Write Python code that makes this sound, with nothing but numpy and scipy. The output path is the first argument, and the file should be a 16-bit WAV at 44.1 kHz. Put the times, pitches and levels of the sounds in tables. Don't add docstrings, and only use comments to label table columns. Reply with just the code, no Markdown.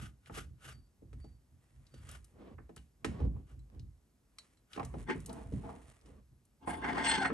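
import sys
import numpy as np
from scipy import signal
from scipy.fft import rfft, irfft, next_fast_len
from scipy.io import wavfile
from scipy.ndimage import uniform_filter1d

SR = 44100
rng = np.random.default_rng(int(sys.argv[2]) if len(sys.argv) > 2 else 0)


def generate_wav(signal):
    frames = np.transpose(np.atleast_2d(signal))
    scaled = np.clip(frames, -1, 1) * 32767
    pcm = np.round(scaled).astype(np.int16)
    wavfile.write(sys.argv[1], SR, pcm)


N = 323252
TIME = np.arange(N) / SR
STRAIN_S = 7.1
# pitch in Hz, level in dB, T60 in seconds.
EDGE = [(2950, -1, .12), (3900, -3, .1), (4280, -6, .1), (5120, -2, .06), (5990, -8, .1), (8330, -4, .06),
        (8720, -4, .06)]


def tightening():
    # start and hold in seconds, groan and grind levels in dB.
    jerks = [(5.094, 0.017, -33.5, -39.5), (5.127, 0.036, -41.5, -77), (6.627, 0.028, -56.5, -82),
             (6.683, 0.068, -49, -47.5), (6.754, 0.093, -48, -59), (6.844, 0.006, -36.5, -30.5),
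             (6.879, 0.028, -39.5, -36), (6.922, 0.045, -39, -46), (6.976, 0.053, -40, -38.5),
             (7.048, 0.11, -41.5, -34.5), (7.176, 0.048, -38, -42), (7.25, 0.01, -37, -34),
             (7.305, 0.029, -36.5, -63)]
    # pitch and width in Hz, level in dB.
    vise_modes = [(269.3, 22, 4), (378.3, 15, -5.5), (422.4, 1.8, -11.5), (713.7, 20, -0.5), (815, 21, -4),
                  (874.7, 23, 5), (1020, 32, -2.5), (1607, 29, 1), (1770, 28, -18.5), (1868, 16, 4),
                  (1910, 56, -8.5), (2075, 48, 2.5), (2147, 47, 0.5), (2480, 29, -9), (2760, 10, -5),
                  (2970, 65, -7.5), (3420, 10, -5.5), (4320, 92, -16.5), (4870, 52, -16), (5760, 17, -9)]
    # frequency in Hz, level in dB.
    grind_eq = [(88, -40), (150, -8.5), (271, -6.5), (600, -16.5), (868, -33.5), (1150, -13), (1600, -5),
                (2350, -19.5), (3470, -13), (3950, -32), (4330, -17.5), (7270, -40.5), (8430, -12.5),
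                (9070, -50), (12400, -47), (16100, -91), (22000, -120)]
    # start and hold in seconds, level in dB.
    hisses = [(6.68, 0.012, -50), (6.84, 0.2, -66)]
    s, hold_s, groan_db, grind_db = np.transpose(jerks)
    strain = np.exp(-((s - STRAIN_S) / 0.073) ** 2)
    effort_db = grind_db + 40.5
    growl_db = -38.5 + 0.45 * effort_db
    scrape_db = -51.5 + 0.56 * effort_db + 22 * strain
    groan, growl, grind, scrape = [swells(zip(s, hold_s, db), rise_s=0.02, fall_s=0.049)
                                   for db in (groan_db, growl_db, grind_db, scrape_db)]
    grain = slips(per_s=4500, size_db=2, judder_db=2, judder_rate=120)
    ringing = sum(from_db(db + 2.47 * drift(18)) * resonate(grain, [(hz, width, 0)])
                  for hz, width, db in vise_modes)
    body = rms_one(ringing) + from_db(-2) * rms_one(colour(grain, grind_eq))
    low = groan * steady(band(body, 163, 520)) + growl * steady(band(body, 474, 1040))
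    middle = grind * steady(band(body, 1485, 2190))
    high = scrape * steady(band(body, 2570, 8700))
    hiss = swells(hisses, rise_s=.016, fall_s=0.11) * rms_one(band(grain, 8140, 9900, order=2))
    chatter = rms_one(from_db(1.5 * drift(45)))
    return low + (middle + high) * chatter + hiss


def squeal():
    # start and hold in seconds, upper and lower tone in dB.
    flares = [(7.048, .025, -46, -51), (7.083, 0.011, -30, -41), (7.103, 0.018, -38, -37.5),
              (7.143, .135, -57.5, -54.5)]
    s, hold_s, upper_db, lower_db = np.transpose(flares)
    upper, lower = [swells(zip(s, hold_s, db), rise_s=.015, fall_s=0.031) for db in (upper_db, lower_db)]
    sag_hz_per_s = 550
    upper_hz = 8220 - sag_hz_per_s * (TIME - STRAIN_S)
    return (upper * steel_tone(upper_hz, waver_hz=60, flutter_db=2.5)
            + lower * steel_tone(4255, waver_hz=35, flutter_db=2.5))


def creak():
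    # start and hold in seconds, level in dB.
    creaks = [(7.075, 0.096, -40.5), (7.2, 0.056, -36.5)]
    sag_hz_per_s = 2400
    hz = 1845 - sag_hz_per_s * np.maximum(TIME - STRAIN_S, 0)
    upper = steel_tone(hz, waver_hz=60.6, flutter_db=2)
    lower = from_db(-3) * steel_tone(hz / 2, waver_hz=30.2, flutter_db=-4)
    return swells(creaks, rise_s=0.032, fall_s=0.042) * (upper + lower)


def knocks():
    # start in seconds, thud peak in dB, then hollow knock, steel clack
    # and sharp edge in dB relative to the thud.
    hits = [(0.296, -45.5, -1.5, 3, -38), (0.373, -42.5, -21, -24, -7), (1.021, -47, -29, -29, -46),
            (1.129, -53.5, -13, 1, -9.5), (1.242, -46.5, -13, -14, -17), (1.939, -50, -32, -5, -7),
            (2.583, -51.5, -6, 3.5, -49.5), (2.692, -46.5, -9, -12, -22), (2.765, -53, -7, 4.5, -7.5),
            (3.045, -29, -12, 5, -7), (3.201, -36.5, -10, -30, -26), (3.249, -36.5, -20, -34, -30),
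            (3.359, -53.5, -2.5, -12, -34), (4.762, -42, -15, -0.5, -10), (4.775, -35.5, -0.5, -5, -24),
            (4.796, -34, 1, -1.5, -24.5), (4.829, -38, -18, -4.5, -16.5),
            (4.939, -36.5, -7.5, -10.5, -27.5), (5.098, -32.5, -31, 7, -15.5),
            (5.521, -41.5, -40, -20, -19.5), (5.69, -49.5, 9, -22, -10.5), (6.058, -54.5, -19.5, -11.5, -6),
            (6.674, -33, 3.5, -5, -24), (6.844, -49, -20, 4, -17), (6.968, -38, 8, 6, -15),
            (7.252, -36.5, 1, 14.5, -20), (7.302, -31, -14, 2.5, -45)]
    # pitch in Hz, level in dB, T60 in seconds.
    wood_modes = [(172.4, -2, 0.44), (224.3, -1, 0.3), (269.7, 3.5, 0.21), (333.3, -0.5, 0.23),
                  (440, 6, 0.095), (541, -15.5, 0.2), (646, -14, 0.054)]
    hollow_modes = [(719, 3.5, 0.226), (812, 13.5, 0.1), (847, -2.5, 0.11), (1037, -0.5, 0.12)]
    jaw_modes = [(1302, 25, 0.051), (1538, 13.5, 0.12), (1745, 17.5, 0.083), (1860, 7.5, 0.26),
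                 (2140, 1, 0.21), (2238, 4.5, 0.24), (2564, -10.5, 0.19), (2740, 6.5, 0.175)]
    out = np.zeros((2, N))
    for s, db, hollow_db, clack_db, edge_db in hits:
        thud = blow(wood_modes, (178, 529), rise_s=0.0014, t60=0.045, ring_db=2.5, room_db=-15.5)
        hollow = blow(hollow_modes, (630, 1187), rise_s=0.0017, t60=0.062, ring_db=0.5, room_db=-17)
        hollow = from_db(hollow_db) * band(hollow, 420, 1330)
        clack = blow(jaw_modes, (997, 2670), rise_s=0.00031, t60=0.032, ring_db=0, room_db=-18)
        top_hz = np.clip(3500 * 2 ** ((edge_db - clack_db + 25) / 14), 1500, 9000)
        clack = band(clack, 350, top_hz, order=2)
        clack = from_db(clack_db) * clack / np.abs(clack).max()
        edge = blow(EDGE, (2800, 9500), rise_s=.002, t60=.045, ring_db=-4, room_db=-18)
        add(out, s, from_db(db) * (thud + hollow + clack + from_db(edge_db) * edge))
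    return out


def bench_bumps():
    # start in seconds, peak in dB.
    bumps = [(0.019, -43.5), (3.066, -32), (3.22, -28.5), (3.252, -34), (4.957, -39), (5.15, -34),
             (5.525, -30)]
    # pitch in Hz, level in dB, T60 in seconds.
    bench_modes = [(57.6, 10.5, 0.3), (71, 2.5, 0.1), (120, 1, 0.4), (147.4, 1, 0.43), (176.7, -3, 0.22),
                   (222, -5.5, 0.23)]
    out = np.zeros((2, N))
    for s, db in bumps:
        boom = blow(bench_modes, (52.5, 215), rise_s=0.0027, t60=0.41, ring_db=-2.5, room_db=5.5)
        add(out, s, from_db(db) * boom)
    return out


def block_rub():
    # start and hold in seconds, level in dB.
    strokes = [(2.395, 0.12, -53.5), (3.11, .09, -49), (3.205, 0.033, -47.5), (3.35, 0.065, -65),
               (3.495, 0.045, -68.5), (3.732, 0.045, -64), (4.97, 0.026, -52), (5.59, .035, -58),
               (6.07, 0.12, -63)]
    # frequency in Hz, level in dB.
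    rub_eq = [(94, -56), (160, -10), (232, 1.5), (342, -9), (378, -3.5), (648, -15), (1010, -21.5),
              (1130, -18), (1250, -25.5), (2910, -33.5), (9000, -54), (11700, -85.5), (19800, -120)]
    grain = slips(per_s=9000, size_db=2, judder_db=1.5, judder_rate=50)
    return rms_one(colour(grain, rub_eq)) * swells(strokes, rise_s=0.074, fall_s=0.061)


def jaw_slide():
    # start and hold in seconds, level in dB.
    strokes = [(5.295, 0.09, -45), (5.645, 0.075, -46.5)]
    # frequency in Hz, level in dB.
    slide_eq = [(150, -4.5), (250, 2.5), (398, -10.5), (474, 1), (558, -26), (656, -2), (753, -14.5),
                (854, -6.5), (968, -15.5), (1450, -22), (5000, -44), (6500, -44), (11000, -120)]
    grain = slips(per_s=9000, size_db=2, judder_db=1.5, judder_rate=50)
    return rms_one(colour(grain, slide_eq)) * swells(strokes, rise_s=0.035, fall_s=0.14)


def dry_rustle():
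    # start and hold in seconds, level in dB.
    strokes = [(0.0, 0.06, -54.5), (0.272, 0.0075, -62), (0.362, 0.034, -46.5), (0.652, 0.058, -52.5),
               (1.96, 0.063, -68.5), (2.098, 0.051, -57), (3.495, 0.028, -70), (4.738, 0.013, -55)]
    # frequency in Hz, level in dB.
    rasp_eq = [(470, -4.5), (800, -7), (1020, -12.5), (1240, 3.5), (1390, -2.5), (2550, -8), (2930, -4),
               (4180, -14), (4790, -13), (9110, -11), (10100, -26), (11200, -7), (12400, -38), (16100, -55),
               (22000, -120)]
    # pitch and width in Hz, level in dB.
    rasp_modes = [(1460, 53, -20), (2820, 19, -16.5), (5800, 76, -48), (8850, 50, -25)]
    grain = slips(per_s=9000, size_db=-1.5, judder_db=2.0, judder_rate=110)
    rasp = rms_one(colour(grain, rasp_eq)) + from_db(-9.5) * resonate(grain, rasp_modes)
    return rms_one(rasp) * swells(strokes, rise_s=0.048, fall_s=0.054)


def ticks():
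    # start in seconds, peak in dB, centre in Hz.
    clicks = [(0.259, -48.5, 2400), (1.867, -57, 4800), (2.09, -43, 8000), (2.113, -41, 10000),
              (2.244, -50, 9800), (2.762, -44.5, 8300), (2.7764, -49, 2960), (3.7944, -52.5, 4500),
              (4.7317, -36, 3440), (4.795, -44.5, 2840), (4.8489, -42.5, 8130), (5.202, -45.5, 8300),
              (5.26, -37.5, 9200), (5.294, -44, 4320), (5.3283, -44.5, 8610), (6.011, -61, 5900),
              (6.452, -62.5, 9500)]
    out = np.zeros((2, N))
    for s, db, hz in clicks:
        tick = blow(EDGE, (1100, 12000), rise_s=.0006, t60=.025, ring_db=-11, room_db=-22)
        tick = band(tick, hz / 1.29, hz * 1.23, order=1)
        add(out, s, from_db(db) * tick / np.abs(tick).max())
    return out


def tinks():
    # start in seconds, peak in dB.
    touches = [(3.592, -64), (4.385, -39.5), (4.572, -63.5)]
    # pitch in Hz, level in dB, T60 in seconds.
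    part_modes = [(1250, -21, .04), (3120, -9, .05), (3990, 1, .12), (4080, -3, .08), (4370, -5, .09),
                  (5593, -6, .05), (7655, 3, .045), (8300, -1, .04)]
    out = np.zeros((2, N))
    for s, db in touches:
        tink = blow(part_modes, (1100, 9500), rise_s=.0005, t60=.02, ring_db=0, room_db=-23)
        add(out, s, from_db(db) * tink)
    return out


def handle_pings():
    # start in seconds, level in dB.
    pings = [(0.71, -65.5), (1.2, -65.5), (1.911, -68)]
    rise_s, t60 = 0.025, 0.4
    out, t = np.zeros((2, N)), np.arange(SR) / SR
    tone = steel_tone(4590, waver_hz=25, flutter_db=3.0)[:SR] * np.ones((2, 1))
    for s, db in pings:
        add(out, s, from_db(db - 60 * t / t60) * (1 - np.exp(-t / rise_s)) * tone)
    return out


def sleeve():
    # start and hold in seconds, level in dB.
    strokes = [(1.2, 0.037, -73.5), (1.68, 0.12, -79), (1.86, 0.13, -77), (2.06, 0.14, -68.5),
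               (4.42, 0.02, -70), (4.89, 0.83, -66.5), (5.42, .08, -67.5), (5.83, 0.1, -65),
               (6.06, 0.029, -70)]
    # frequency in Hz, level in dB.
    cloth_eq = [(530, -6), (900, -10), (1180, -6.5), (1540, -12), (1900, -6), (2070, -9.5), (4880, -21),
                (9340, -12.5), (12400, -31), (16100, -57.5), (22000, -120)]
    snags = slips(per_s=2200, size_db=4, judder_db=3.5, judder_rate=30)
    return rms_one(colour(snags, cloth_eq)) * swells(strokes, rise_s=0.15, fall_s=0.178)


def bench_rumble():
    # start and hold in seconds, level in dB.
    pushes = [(0.0, 0.045, -44.5), (0.32, 0.19, -49.5), (0.67, 0.11, -53.5), (1.045, 0.05, -55.5),
              (1.135, 0.071, -46), (1.27, 0.061, -54), (1.53, 0.024, -60.5), (1.77, 0.028, -55),
              (1.96, 0.24, -52), (2.34, 0.2, -61.5), (2.54, 0.093, -52), (2.785, 0.01, -52.5),
              (3.075, 0.12, -48.5), (3.23, 0.027, -31.5), (3.31, 0.041, -39.5), (3.53, 0.087, -48.5),
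              (3.765, 0.1, -47), (4.82, 0.21, -44.5), (5.15, 0.37, -51.5), (5.47, 0.14, -43.5),
              (5.73, 0.16, -59), (6.05, 0.17, -58), (6.31, 0.019, -58.5), (6.68, 0.49, -50.5),
              (7.23, 0.11, -50.5)]
    # frequency in Hz, level in dB.
    rumble_eq = [(15, -52.5), (25, -28), (38, -15.5), (53, 7), (71, 3), (102, -7), (129, -1), (178, -20),
                 (220, -18.5), (320, -23.5), (420, -41.5), (700, -120)]
    noise = spread(rng.standard_normal((2, N)))
    return steady(colour(noise, rumble_eq)) * swells(pushes, rise_s=0.07, fall_s=0.12)


def room_tone():
    # frequency in Hz, level in dB.
    air_eq = [(15, -27.5), (25, -0.5), (53, 3.5), (85, -2.5), (259, -9), (509, -20), (3300, -33.5),
              (8860, -30), (10100, -43), (11200, -25.5), (12400, -38.5), (16100, -66), (22000, -120)]
    noise = spread(rng.standard_normal((2, N)))
    return from_db(-70.5) * rms_one(colour(noise, air_eq))


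def slips(per_s, size_db, judder_db, judder_rate):
    sizes = from_db(size_db * np.minimum(rng.exponential(1, (2, N)), 4)) * rng.choice([-1, 1], (2, N))
    slipping = rng.random((2, N)) < per_s / SR
    return rms_one(spread(sizes * slipping) * from_db(judder_db * drift(judder_rate)))


def steel_tone(hz, waver_hz, flutter_db):
    tone = np.sin(2 * np.pi * np.cumsum(hz + waver_hz * drift(300)) / SR)
    return rms_one(tone * from_db(flutter_db * drift(170)))


def blow(modes, crowd_hz, rise_s, t60, ring_db, room_db):
    room_t60 = 0.36
    t = np.arange(SR // 2) / SR
    hz, db, mode_t60 = np.transpose(modes)[:, :, None]
    shape = (2, len(modes), 1)
    strength = from_db(db + rng.normal(0, 2.5, shape)) * rng.choice([-1, 1], shape)
    partials = strength * np.sin(2 * np.pi * hz * t) * from_db(-60 * t / mode_t60)
    ring = partials.sum(axis=1) / np.sqrt(np.sum(from_db(db) ** 2))
    crowd = rms_one(band(rng.standard_normal((2, len(t))), *crowd_hz))
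    fade = from_db(-60 * t / t60) + from_db(room_db - 60 * t / room_t60)
    hit = spread(crowd * fade + from_db(ring_db) * ring) * (1 - np.exp(-t / rise_s))
    return hit / np.abs(hit.mean(axis=0)).max()


def resonate(x, modes):
    out = 0
    for k, (hz, width_hz, db) in enumerate(modes):
        r = np.exp(-np.pi * width_hz / SR)
        poles = [1, -2 * r * np.cos(2 * np.pi * hz / SR), r * r]
        out = out + (-1) ** k * from_db(db) * signal.lfilter([1 - r, 0, r - 1], poles, x)
    return rms_one(out)


def swells(strokes, rise_s, fall_s):
    out = np.zeros(N)
    for s, hold_s, db in strokes:
        decades = np.maximum(s - TIME, 0) / rise_s + np.maximum(TIME - s - hold_s, 0) / fall_s
        near = decades < 5
        out[near] = np.maximum(out[near], from_db(db) * 10 ** -decades[near])
    return out


def steady(x):
    return x / np.sqrt(uniform_filter1d(np.mean(x ** 2, axis=0), size=SR // 25) + 1e-12)


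def drift(per_s):
    knots = rng.standard_normal(4000)
    return rms_one(np.interp(TIME * per_s, np.arange(len(knots)), knots))


def spread(pair):
    # frequency in Hz, side relative to mid in dB.
    side_eq = [(40, -17.5), (90, -18.5), (180, -11.5), (350, -7.5), (700, -2.5), (1400, -3), (2800, -5),
               (5600, -10), (9000, -41.5)]
    return pair[0] + colour(pair[1], side_eq) * np.array([[1], [-1]])


def colour(x, eq):
    hz, db = np.transpose(eq)
    size = next_fast_len(x.shape[-1])
    bins = np.fft.rfftfreq(size, 1 / SR) + 1e-3
    gain = from_db(np.interp(np.log(bins), np.log(hz), db))
    return irfft(rfft(x, size) * gain, size)[..., :x.shape[-1]]


def band(x, low_hz, high_hz, order=3):
    sos = signal.butter(order, [low_hz, min(high_hz, .45 * SR)], "band", fs=SR, output="sos")
    return signal.sosfilt(sos, x)


def add(out, s, sound):
    start = max(int(s * SR), 0)
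    out[:, start:start + sound.shape[1]] += sound[:, :N - start]


def from_db(db):
    return 10 ** (np.asarray(db) / 20)


def rms_one(x):
    return x / np.sqrt(np.mean(x ** 2) + 1e-20)


def scene():
    air = room_tone()
    bright = tightening() + squeal() + creak() + dry_rustle() + ticks() + tinks() + handle_pings()
    handling = knocks() + bench_bumps() + block_rub() + jaw_slide() + sleeve() + bench_rumble()
    return bright * from_db([[.6], [-.6]]) + handling * from_db([[-.7], [.7]]) + air


def record(dry):
    # frequency in Hz, lead of the left port in radians.
    ports = [(0, -0.16), (300, -0.4), (900, -0.22), (1700, 1), (2800, 1), (3600, 0.96), (7000, 1),
             (8800, 1)]
    low_cut_hz, high_cut_hz = 43, 12200
    hz, lead = np.transpose(ports)
    size = next_fast_len(N)
    phase = np.interp(np.fft.rfftfreq(size, 1 / SR), hz, lead) * np.array([[.5], [-.5]])
    heard = irfft(rfft(dry, size) * np.exp(1j * phase), size)[:, :N]
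    lean = signal.sosfilt(signal.butter(5, low_cut_hz, "high", fs=SR, output="sos"), heard)
    return signal.sosfilt(signal.ellip(8, .5, 70, high_cut_hz, fs=SR, output="sos"), lean)


dry = scene()
out = record(dry)
generate_wav(out)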